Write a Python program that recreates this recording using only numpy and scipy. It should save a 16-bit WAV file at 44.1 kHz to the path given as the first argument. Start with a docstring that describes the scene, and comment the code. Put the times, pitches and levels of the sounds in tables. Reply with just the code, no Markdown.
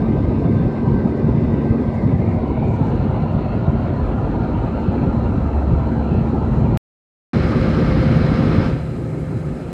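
"""Airliner cabin in cruise at a window seat: two stretches with a silent pause between; the first ends in a click.
Turbulence rumbles in the hull (noise in three bands); the slipstream rushes in window and wall panel
resonances (noise shaped frame by frame). Engine shafts and ventilation hum and whine (wavering sines),
an air duct breathes (narrow-band noise) and faint rustles pass (bright noise bursts).
The colour shifts as the microphone moves by the window."""
import sys
import numpy as np
from scipy import signal
from scipy.fft import rfft, irfft, next_fast_len
from scipy.io import wavfile
from scipy.ndimage import uniform_filter1d, map_coordinates

SR = 44100
rng = np.random.default_rng(int(sys.argv[2]) if len(sys.argv) > 2 else 0)


def file_out(sig):
    """Save sig as 16-bit WAV at sys.argv[1]."""
    # one column per channel
    cols = np.atleast_2d(sig).T
    # limit, then scale
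    lim = np.clip(cols, -1, 1)
    pcm = np.round(lim * 32767).astype(np.int16)
    wavfile.write(sys.argv[1], SR, pcm)


N = 429074
TIME = np.arange(N) / SR
FIRST_S, SECOND_S = (0, 6.774), (7.333, 9.73)
CUTOFF_HZ = 14450

# band limits: hull below ROAR_TOP_HZ, slipstream above
BOOM_TOP_HZ, THRUM_TOP_HZ, ROAR_TOP_HZ, RUSH_TOP_HZ, HISS_TOP_HZ = 85, 200, 480, 1100, 4500

# resonances wander: time between turns, share of width, lift
WANDER_S, WANDER_SHARE, WANDER_DB = 0.12, 0.09, 0.9
# grid spacing of the random patches in the air noise
PATCH_S, PATCH_OCTAVES = 0.06, 0.09

# rotating parts and other hums
FAN_SHAFT_HZ, CORE_SHAFT_HZ, VENT_FAN_HZ, VENT_WHINE_HZ = 70.0, 225.4, 519.1, 1557.3
LOW_HUM_HZ, HIGH_HUM_HZ = 124.9, 157.8
SPEED_UP = 1.0046   # pitch factor of the hums in the second stretch
HUM_WAVER_DB, HUM_WANDER_RAD, WHINE_WAVER_DB = 0.9, 0.18, 3
DUCT_HZ, DUCT_WIDTH_HZ, DUCT_DB = 370, 47, -38

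# microphone path, along the window: (time [s], place [index])
MOVE_FIRST = [(0, 0.08), (2.05, 0.08), (2.35, 0.65), (2.65, 1), (2.95, 1.73), (3.25, 1.42), (4.0, 1.66),
              (6.77, 2.6)]
# microphone path, back from the wall: (time [s], place [index])
MOVE_SECOND = [(7.33, 0.056), (8.66, 0.065), (8.75, 0.53), (8.85, 0.87), (8.98, 1), (9.73, 0.99)]

# hull rumble spectrum before band levelling: (frequency [Hz], relative density [dB per Hz])
RUMBLE = [(15, -34.5), (28, -27.5), (36, -25), (45, -2.5), (70, -3.5), (105, 4), (150, 2), (200, -2.5),
          (280, -5), (360, -10), (450, -13), (600, -19)]
# turbulence jolts, before band levelling: (time [s], length [s], lift [dB])
JOLTS = [(0.664, 0.038, 14), (1.3, 0.029, 11.5), (1.712, 0.031, 11), (4.89, 0.015, 18), (5.091, 0.029, 11),
         (6.154, 0.046, 9), (8.99, 0.015, 8), (9.355, 0.027, 3)]
# calm hull level, a row per place: (boom [dB], thrum [dB], roar [dB])
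HULL_FIRST = [(-28, -21.5, -21), (-30, -21, -28), (-24.5, -23.5, -25.5)]
HULL_SECOND = [(-25, -20, -21), (-37, -28, -31.5)]
# hull surges and lulls: (time [s], length [s], boom lift [dB], thrum lift [dB], roar lift [dB])
SURGES = [(0.26, 0.046, 8, -1.5, 0), (0.548, 0.12, 1, 8, 0.5), (0.76, 0.091, -5.5, -8.5, -5.5),
          (0.927, 0.08, 4.5, 4, 0.5), (1.14, 0.091, -4.5, -7.5, -0.5), (1.348, 0.19, 0, 4, -1),
          (1.95, 0.063, -3, -4, -11), (2.14, 0.17, -1.5, 5.5, 0), (2.485, 0.11, 5, -13, 4),
          (2.8, 0.54, 1, 2.5, 2.5), (3.296, 0.21, 0, 1.5, -1), (3.714, 0.08, 4, 5, 2.5),
          (4.06, 0.066, 10.5, -10.5, 0.5), (4.367, 0.17, 1, -0.5, 3.5), (5.015, 0.13, -2.5, 4.5, 5),
          (5.298, 0.12, 4, 3, 1.5), (5.565, 0.1, -2, -9.5, -2), (5.739, 0.045, 8, 9.5, -1),
          (5.836, 0.048, -7, 0, -4.5), (5.926, 0.076, -10, 2.5, 1.5), (6.202, 0.12, -2, 5, 1),
          (6.35, 0.088, 0.5, -2, 4), (6.64, 0.15, 0, 9, 2), (7.95, 0.08, 7, 1, 1), (8.17, 0.059, -2, 5, -1),
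          (8.536, 0.067, 2, 2.5, 3), (8.827, 0.11, 3, -4, -6.5), (9.003, 0.062, 0, 2, 3.5),
          (9.12, 0.07, 1, 2, 1.5), (9.207, 0.06, 4, 0, 1.5), (9.35, 0.08, 0, 4, 1), (9.51, 0.048, 8, -2, 1),
          (9.616, 0.065, -11, -8, -1)]

# slipstream spectrum before band levelling: (frequency [Hz], relative density at place 0, 1, .. [dB per Hz])
AIR_FIRST = [(450, -55, -57, -55.5), (605, -57, -55, -58), (742, -62.5, -55, -59),
             (1142, -73.5, -78.5, -75.5), (1450, -81, -81, -75), (2410, -83, -83.5, -84.5),
             (3270, -94, -90.5, -92), (5320, -97, -101.4, -100.5), (5900, -104.4, -102, -101.5),
             (7900, -106.4, -104.5, -105.5), (9450, -114.8, -114.1, -114.7),
             (14000, -124.6, -118.7, -125.3)]
AIR_SECOND = [(455, -51, -61.5), (710, -61, -68.5), (1146, -68, -82.5), (1450, -70.5, -77.5),
              (2380, -74.5, -75.5), (3160, -81, -83.5), (4540, -84.5, -94), (5800, -90.5, -99.5),
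              (8000, -97.5, -95.5), (10100, -103.8, -102.9), (14000, -114.3, -112.8)]
# window and panel resonances, before band levelling:
# (centre [Hz], width [Hz], lift [dB]) at place 0, repeated for place 1, ..
PANELS_FIRST = [(1002, 200, 7.8, 1001, 130, 12, 950, 230, 8.4),
                (1240, 55, 4.7, 1290, 210, 9.1, 1215, 160, 6),
                (1570, 230, 5.9, 1482, 100, 6.3, 1352, 100, 8.7),
                (2660, 280, 2, 2900, 276, 1.5, 2690, 300, 4.8),
                (3610, 300, 7.6, 3950, 450, 4.5, 3980, 270, 3.7),
                (4250, 460, 3.8, 4400, 450, 5.8, 4190, 470, 8)]
PANELS_SECOND = [(1315, 250, 5.8, 1284, 290, 15.3), (1790, 163, 1.4, 1750, 190, 5),
                 (2200, 190, 4.7, 2220, 307, 4.7), (4080, 240, 7, 4080, 360, 7.6),
                 (5060, 670, 6.7, 4950, 400, 3.5)]
# airflow level, a row per place: (rush [dB], hiss [dB], airy top [dB])
FLOW_FIRST = [(-32.5, -44, -65), (-30.5, -44.5, -68.5), (-31.5, -41.5, -65.5)]
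FLOW_SECOND = [(-29.5, -32.5, -52.5), (-39.5, -47.5, -59.5)]
# gliding breathy resonance, before band levelling: (time [s], centre [Hz], width [Hz], lift [dB])
GLIDE = [(0, 2090, 260, 5.5), (1.1, 1960, 224, 9.5), (1.75, 1990, 210, 9), (1.95, 1990, 257, 12.5),
         (2.3, 2100, 330, 12.5), (2.48, 2110, 419, 9), (2.65, 2320, 300, 13.5), (2.95, 2340, 240, 0.5),
         (6.77, 2340, 221, 2.5), (7.3, 2330, 219.4, -2)]
# narrow whooshes, before band levelling: (time [s], length [s], centre [Hz], width [Hz], lift [dB])
WHOOSHES = [(0.868, 0.21, 1077, 130, 4.5), (0.948, 0.32, 4350, 500, 0), (2.3, .16, 2380, 180, 7),
            (3.521, .12, 2590, 200, 7.5), (4.2, 0.19, 1295, 181, 4.5), (4.48, 0.12, 1350, 300, 4),
            (5.42, 0.11, 1314, 250, 4), (5.8, 1.8, 7370, 694, 3.5), (5.304, 1.2, 2605, 70, 1),
            (6.15, .075, 2630, 170, 14)]
# one swell of hiss and whines, first stretch: (time [s], length [s], lift [dB])
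HISS_SWELL = (3.95, 1.9, 2.0)

# hums, first stretch: (frequency [Hz], level at place 0 [dB], level at place 2 [dB])
HUMS_FIRST = [(2 * FAN_SHAFT_HZ, -29.5, -39), (VENT_FAN_HZ, -43, -40.5)]
# hums, second stretch: (frequency before SPEED_UP [Hz], level close to wall [dB], level back from it [dB])
HUMS_SECOND = [(FAN_SHAFT_HZ, -29.5, -36), (LOW_HUM_HZ, -24, -38.5), (2 * FAN_SHAFT_HZ, -30, -33.5),
               (HIGH_HUM_HZ, -22.5, -31), (CORE_SHAFT_HZ, -25.5, -39.5), (VENT_FAN_HZ, -31.5, -41.5),
               (VENT_WHINE_HZ, -44, -58.5)]
# engine core hum, first stretch: (time [s], level [dB])
CORE_LEVEL = [(0, -27), (.6, -28.5), (.95, -23.5), (1.7, -25), (2.8, -26.5), (3.4, -31), (4.7, -32),
              (5, -27), (5.6, -31.5), (5.85, -26), (6.77, -25)]
# fan shaft hum, first stretch: (time [s], level [dB])
SHAFT_LEVEL = [(0, -32.5), (.28, -24.5), (.75, -36), (1.5, -29), (2, -37.5), (4.2, -40), (5.3, -22),
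               (5.7, -19.5), (6.2, -28.5), (6.6, -24.5)]
# ventilation whine, first stretch: (time [s], level [dB])
WHINE_LEVEL = [(0, -50), (.3, -56), (.58, -50), (1.02, -48), (1.38, -59.5), (1.65, -50.5), (1.92, -52.5),
               (2.15, -61.5), (2.65, -64.5), (3.1, -59), (4.15, -63), (4.45, -52), (5, -57.5),
               (6.77, -59.5)]
# faint machinery whines: (frequency [Hz], level relative to hiss [dB])
WHINES = [(1194.5, -13.5), (3129, -30.5)]

# faint rustles near the microphone: (time [s], length [s], rms at peak [dB])
RUSTLES = [(1.951, 0.022, -64), (2.3, .12, -71), (2.735, 0.11, -65), (2.855, 0.05, -65.5),
           (2.908, .035, -68), (2.953, .03, -69), (3.042, 0.034, -71.5), (6.287, 0.032, -68),
           (6.556, 0.24, -70)]
# rustle spectrum: (frequency [Hz], relative density [dB per Hz])
RUSTLE_COLOUR = [(3000, -20), (4800, -2.5), (6800, 2.5), (9500, -10.5), (14000, -13.5)]


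def from_db(db):
    """Decibels to gain."""
    return 10 ** (np.asarray(db) / 20)


def in_time(rows, t=TIME):
    """Columns of a time curve, joined by straight lines."""
    s, *columns = np.transpose(rows)
    return [np.interp(t, s, c) for c in columns]


def at_hz(rows, hz):
    """Columns of a spectrum, joined on a log-frequency axis."""
    points, *columns = np.transpose(rows)
    return [np.interp(np.log(hz + 1e-3), np.log(points), c) for c in columns]


def at_place(rows, move):
    """Columns of a per-place table, followed along the microphone path."""
    place, = in_time(move)
    return [np.interp(place, np.arange(len(rows)), c) for c in np.transpose(rows)]


def filtered(x, gain_at):
    """Weights each frequency of x by gain_at(Hz)."""
    size = next_fast_len(N + SR // 2)
    hz = np.arange(size // 2 + 1) * SR / size
    return irfft(rfft(x, size) * gain_at(hz), size)[:N]


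def split(x, hz, order=12):
    """Parts of x below and above hz; they add up to x."""
    low = filtered(x, lambda f: 1 / (1 + (f / hz) ** order))
    return low, x - low


def steady(x, seconds):
    """Noise levelled to about rms 1 by a running mean square, smoothed twice."""
    size = max(int(seconds * SR), 2)
    power = uniform_filter1d(uniform_filter1d(x * x, size), size)
    return x / np.sqrt(power + 1e-18)


def drift(rate_hz, slowest_hz=1e-3, size=8192):
    """Slow noise of spread 1, low-passed at rate_hz, without swings below slowest_hz."""
    hz = np.arange(size // 2 + 1) * SR / N
    low_pass = 1 / (1 + (hz / rate_hz) ** 2)
    high_pass = 1 - 1 / (1 + (hz / slowest_hz) ** 10)
    slow = irfft(rfft(rng.standard_normal(size)) * low_pass * high_pass)
    return np.interp(np.arange(N) * size / N, np.arange(size), slow / slow.std())


def shudder(depth_db):
    """Gain that jolts several times a second, without slow swings."""
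    return from_db(depth_db * drift(14, slowest_hz=5))


def swell(t, s, length_s):
    """Gaussian rise and fall around time s, 1 on top."""
    return np.exp(-2 * ((t - s) / length_s) ** 2)


def bell(hz, centre_hz, width_hz):
    """Resonance shape, 1 on top, half at the edges of its width."""
    return 1 / (1 + (2 * (hz - centre_hz) / width_hz) ** 2)


def during(span_s, edge_s=0.00019):
    """Gate, on inside the span, with quick linear edges."""
    start_s, end_s = span_s
    return np.clip(np.minimum(TIME - start_s, end_s - TIME) / edge_s, 0, 1)


def hull(calm_db, shudder_db):
    """Turbulence shakes the fuselage: boom, thrum and roar shudder, surge and lull; jolts hit the lower two."""
    noise = filtered(rng.standard_normal(N),
                     lambda f: from_db(at_hz(RUMBLE, f)[0]) / np.sqrt(1 + (f / ROAR_TOP_HZ) ** 20))
    jolts = from_db(sum(lift_db * swell(TIME, s, length_s) for s, length_s, lift_db in JOLTS))
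    low, roar = split(noise, THRUM_TOP_HZ)
    boom, thrum = split(low * jolts, BOOM_TOP_HZ)
    surge_db = sum(np.outer(lifts_db, swell(TIME, s, length_s)) for s, length_s, *lifts_db in SURGES)
    out = 0
    for part, depth_db, level_db, lift_db in zip((boom, thrum, roar), shudder_db, calm_db, surge_db):
        out = out + steady(part * shudder(depth_db), 0.18) * from_db(level_db + lift_db)
    return out


def wander(t):
    """Random path, one new turn every WANDER_S."""
    turns = rng.standard_normal(size=128)
    return np.interp(t / WANDER_S, np.arange(len(turns)), turns)


def patches(hz, t):
    """Smooth random field over pitch and time, spread about 1: each eddy stirs its own narrow band."""
    rows = np.log2(np.maximum(hz, ROAR_TOP_HZ) / ROAR_TOP_HZ) / PATCH_OCTAVES
    field = rng.standard_normal(size=(128, 512))
    grid = np.broadcast_arrays(rows, t / PATCH_S)
    return map_coordinates(field, grid, order=1, mode="mirror") * np.sqrt(2)


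def slipstream(air, panels, move, patchy_db, size=2048):
    """Boundary-layer noise through window and panels; resonances slide as the microphone moves."""
    overlap = size - size // 4
    hz, t, frames = signal.stft(rng.standard_normal(N), SR, nperseg=size, noverlap=overlap)
    spectra_db = np.transpose(at_hz(air, hz))
    places = np.arange(spectra_db.shape[1])
    place = np.clip(in_time(move, t)[0], 0, places[-1])
    nearness = np.maximum(1 - np.abs(place - places[:, None]), 0)   # blend of the two nearest places
    hz = hz[:, None]
    patch_depth_db = patchy_db / (1 + (hz / HISS_TOP_HZ) ** 4)
    level_db = spectra_db @ nearness + patch_depth_db * patches(hz, t)
    for resonance in panels:
        centre_hz, width_hz, lift_db = np.reshape(resonance, (len(places), -1)).T @ nearness
        lift_db = lift_db + WANDER_DB * wander(t)
        centre_hz = centre_hz + WANDER_SHARE * width_hz * wander(t)
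        level_db += lift_db * bell(hz, centre_hz, width_hz)
    centre_hz, width_hz, lift_db = in_time(GLIDE, t)
    level_db += lift_db * bell(hz, centre_hz, width_hz)
    for s, length_s, centre_hz, width_hz, lift_db in WHOOSHES:
        level_db += lift_db * bell(hz, centre_hz, width_hz) * swell(t, s, length_s)
    above_roar = np.sqrt(1 - 1 / (1 + (hz / ROAR_TOP_HZ) ** 20))
    frames = frames * from_db(level_db) * above_roar * np.sqrt(SR / 2)
    return signal.istft(frames, SR, nperseg=size, noverlap=overlap)[1][:N]


def gusting(air, flow_db, flutter_db=(1.05, 0.65, 0.7)):
    """Rush, hiss and airy top follow the airflow strength; eddies make each flutter."""
    rush, rest = split(air, RUSH_TOP_HZ)
    hiss, top = split(rest, HISS_TOP_HZ)
    out = 0
    for part, depth_db, level_db in zip((rush, hiss, top), flutter_db, flow_db):
        out = out + steady(part * shudder(depth_db), 0.2) * from_db(level_db)
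    return out


def hum(hz, level_db, waver_db=HUM_WAVER_DB):
    """A rotating part gives a nearly pure tone, wavering in strength and phase; level is rms."""
    phase = 2 * np.pi * (hz * TIME + rng.random()) + HUM_WANDER_RAD * drift(15.0)
    return np.sqrt(2) * np.sin(phase) * from_db(level_db + waver_db * drift(6))


def whines(hiss_db, wander_rad):
    """Thin tones of unsteady phase that come through the wall along with the hiss."""
    out = 0
    for hz, relative_db in WHINES:
        phase = 2 * np.pi * hz * TIME + wander_rad * drift(5.8)
        out = out + np.sqrt(2) * from_db(hiss_db + relative_db) * np.sin(phase)
    return out


def duct():
    """Ventilation air sounds one narrow resonance: a hollow, breathy note of constant level."""
    noise = filtered(rng.standard_normal(N), lambda f: bell(f, DUCT_HZ, DUCT_WIDTH_HZ))
    return from_db(DUCT_DB) * steady(noise, 0.5)


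def rustles(grain_db=2.5):
    """Short soft brushes of bright, finely grained friction noise."""
    noise = filtered(rng.standard_normal(N), lambda f: from_db(at_hz(RUSTLE_COLOUR, f)[0]))
    noise = noise * from_db(grain_db * drift(70))
    strokes = sum(from_db(db) * swell(TIME, s, length_s) for s, length_s, db in RUSTLES)
    return strokes * noise / noise.std()


def stop_click(s, level_db, rise_s):
    """One-sided pulse: climbs exponentially up to time s, then drops to nothing in one step."""
    return from_db(level_db) * np.exp(-np.abs(TIME - s) / rise_s) * (TIME < s)


def along_window():
    """First stretch: the microphone slides along the window while engine tones swell and fade."""
    place, = in_time(MOVE_FIRST)
    rush_db, hiss_db, top_db = at_place(FLOW_FIRST, MOVE_FIRST)
    s, length_s, lift_db = HISS_SWELL
    hiss_db = hiss_db + lift_db * swell(TIME, s, length_s)
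    out = hull(at_place(HULL_FIRST, MOVE_FIRST), shudder_db=(1.5, 2.5, 1.9))
    air = slipstream(AIR_FIRST, PANELS_FIRST, MOVE_FIRST, patchy_db=2.5)
    out += gusting(air, (rush_db, hiss_db, top_db), flutter_db=(1.3, 0.65, 0.7))
    for hz, first_db, last_db in HUMS_FIRST:
        out += hum(hz, np.interp(place, (0, 2), (first_db, last_db)))
    out += hum(CORE_SHAFT_HZ, in_time(CORE_LEVEL)[0])
    out += hum(FAN_SHAFT_HZ, in_time(SHAFT_LEVEL)[0])
    out += hum(VENT_WHINE_HZ, in_time(WHINE_LEVEL)[0], WHINE_WAVER_DB)
    return out + whines(hiss_db, wander_rad=3.3) + rustles() + duct()


def by_wall():
    """Second stretch: loud and bright close to the wall; hull, air and tones sink as the microphone draws back."""
    place, = in_time(MOVE_SECOND)
    rush_db, hiss_db, top_db = at_place(FLOW_SECOND, MOVE_SECOND)
    out = hull(at_place(HULL_SECOND, MOVE_SECOND), shudder_db=(1.7, 1.4, 1.7))
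    air = slipstream(AIR_SECOND, PANELS_SECOND, MOVE_SECOND, patchy_db=1.0)
    out += gusting(air, (rush_db, hiss_db, top_db))
    for hz, close_db, back_db in HUMS_SECOND:
        out += hum(hz * SPEED_UP, np.interp(place, (0, 1), (close_db, back_db)))
    return out + whines(hiss_db, wander_rad=1.6) + duct()


def scene():
    """Two stretches of the same cabin; the first stops with a click."""
    first = along_window() * during(FIRST_S)
    second = by_wall() * during(SECOND_S)
    click = stop_click(FIRST_S[1], level_db=-13.0, rise_s=0.0011)
    return (first + second + click)[None]


def record(dry):
    """Steep elliptic low-pass at CUTOFF_HZ."""
    low_pass = signal.ellip(10, 0.1, 80, CUTOFF_HZ, fs=SR, output="sos")   # ripple, stopband [dB]
    return signal.sosfilt(low_pass, dry)


dry = scene()
out = record(dry)
file_out(out)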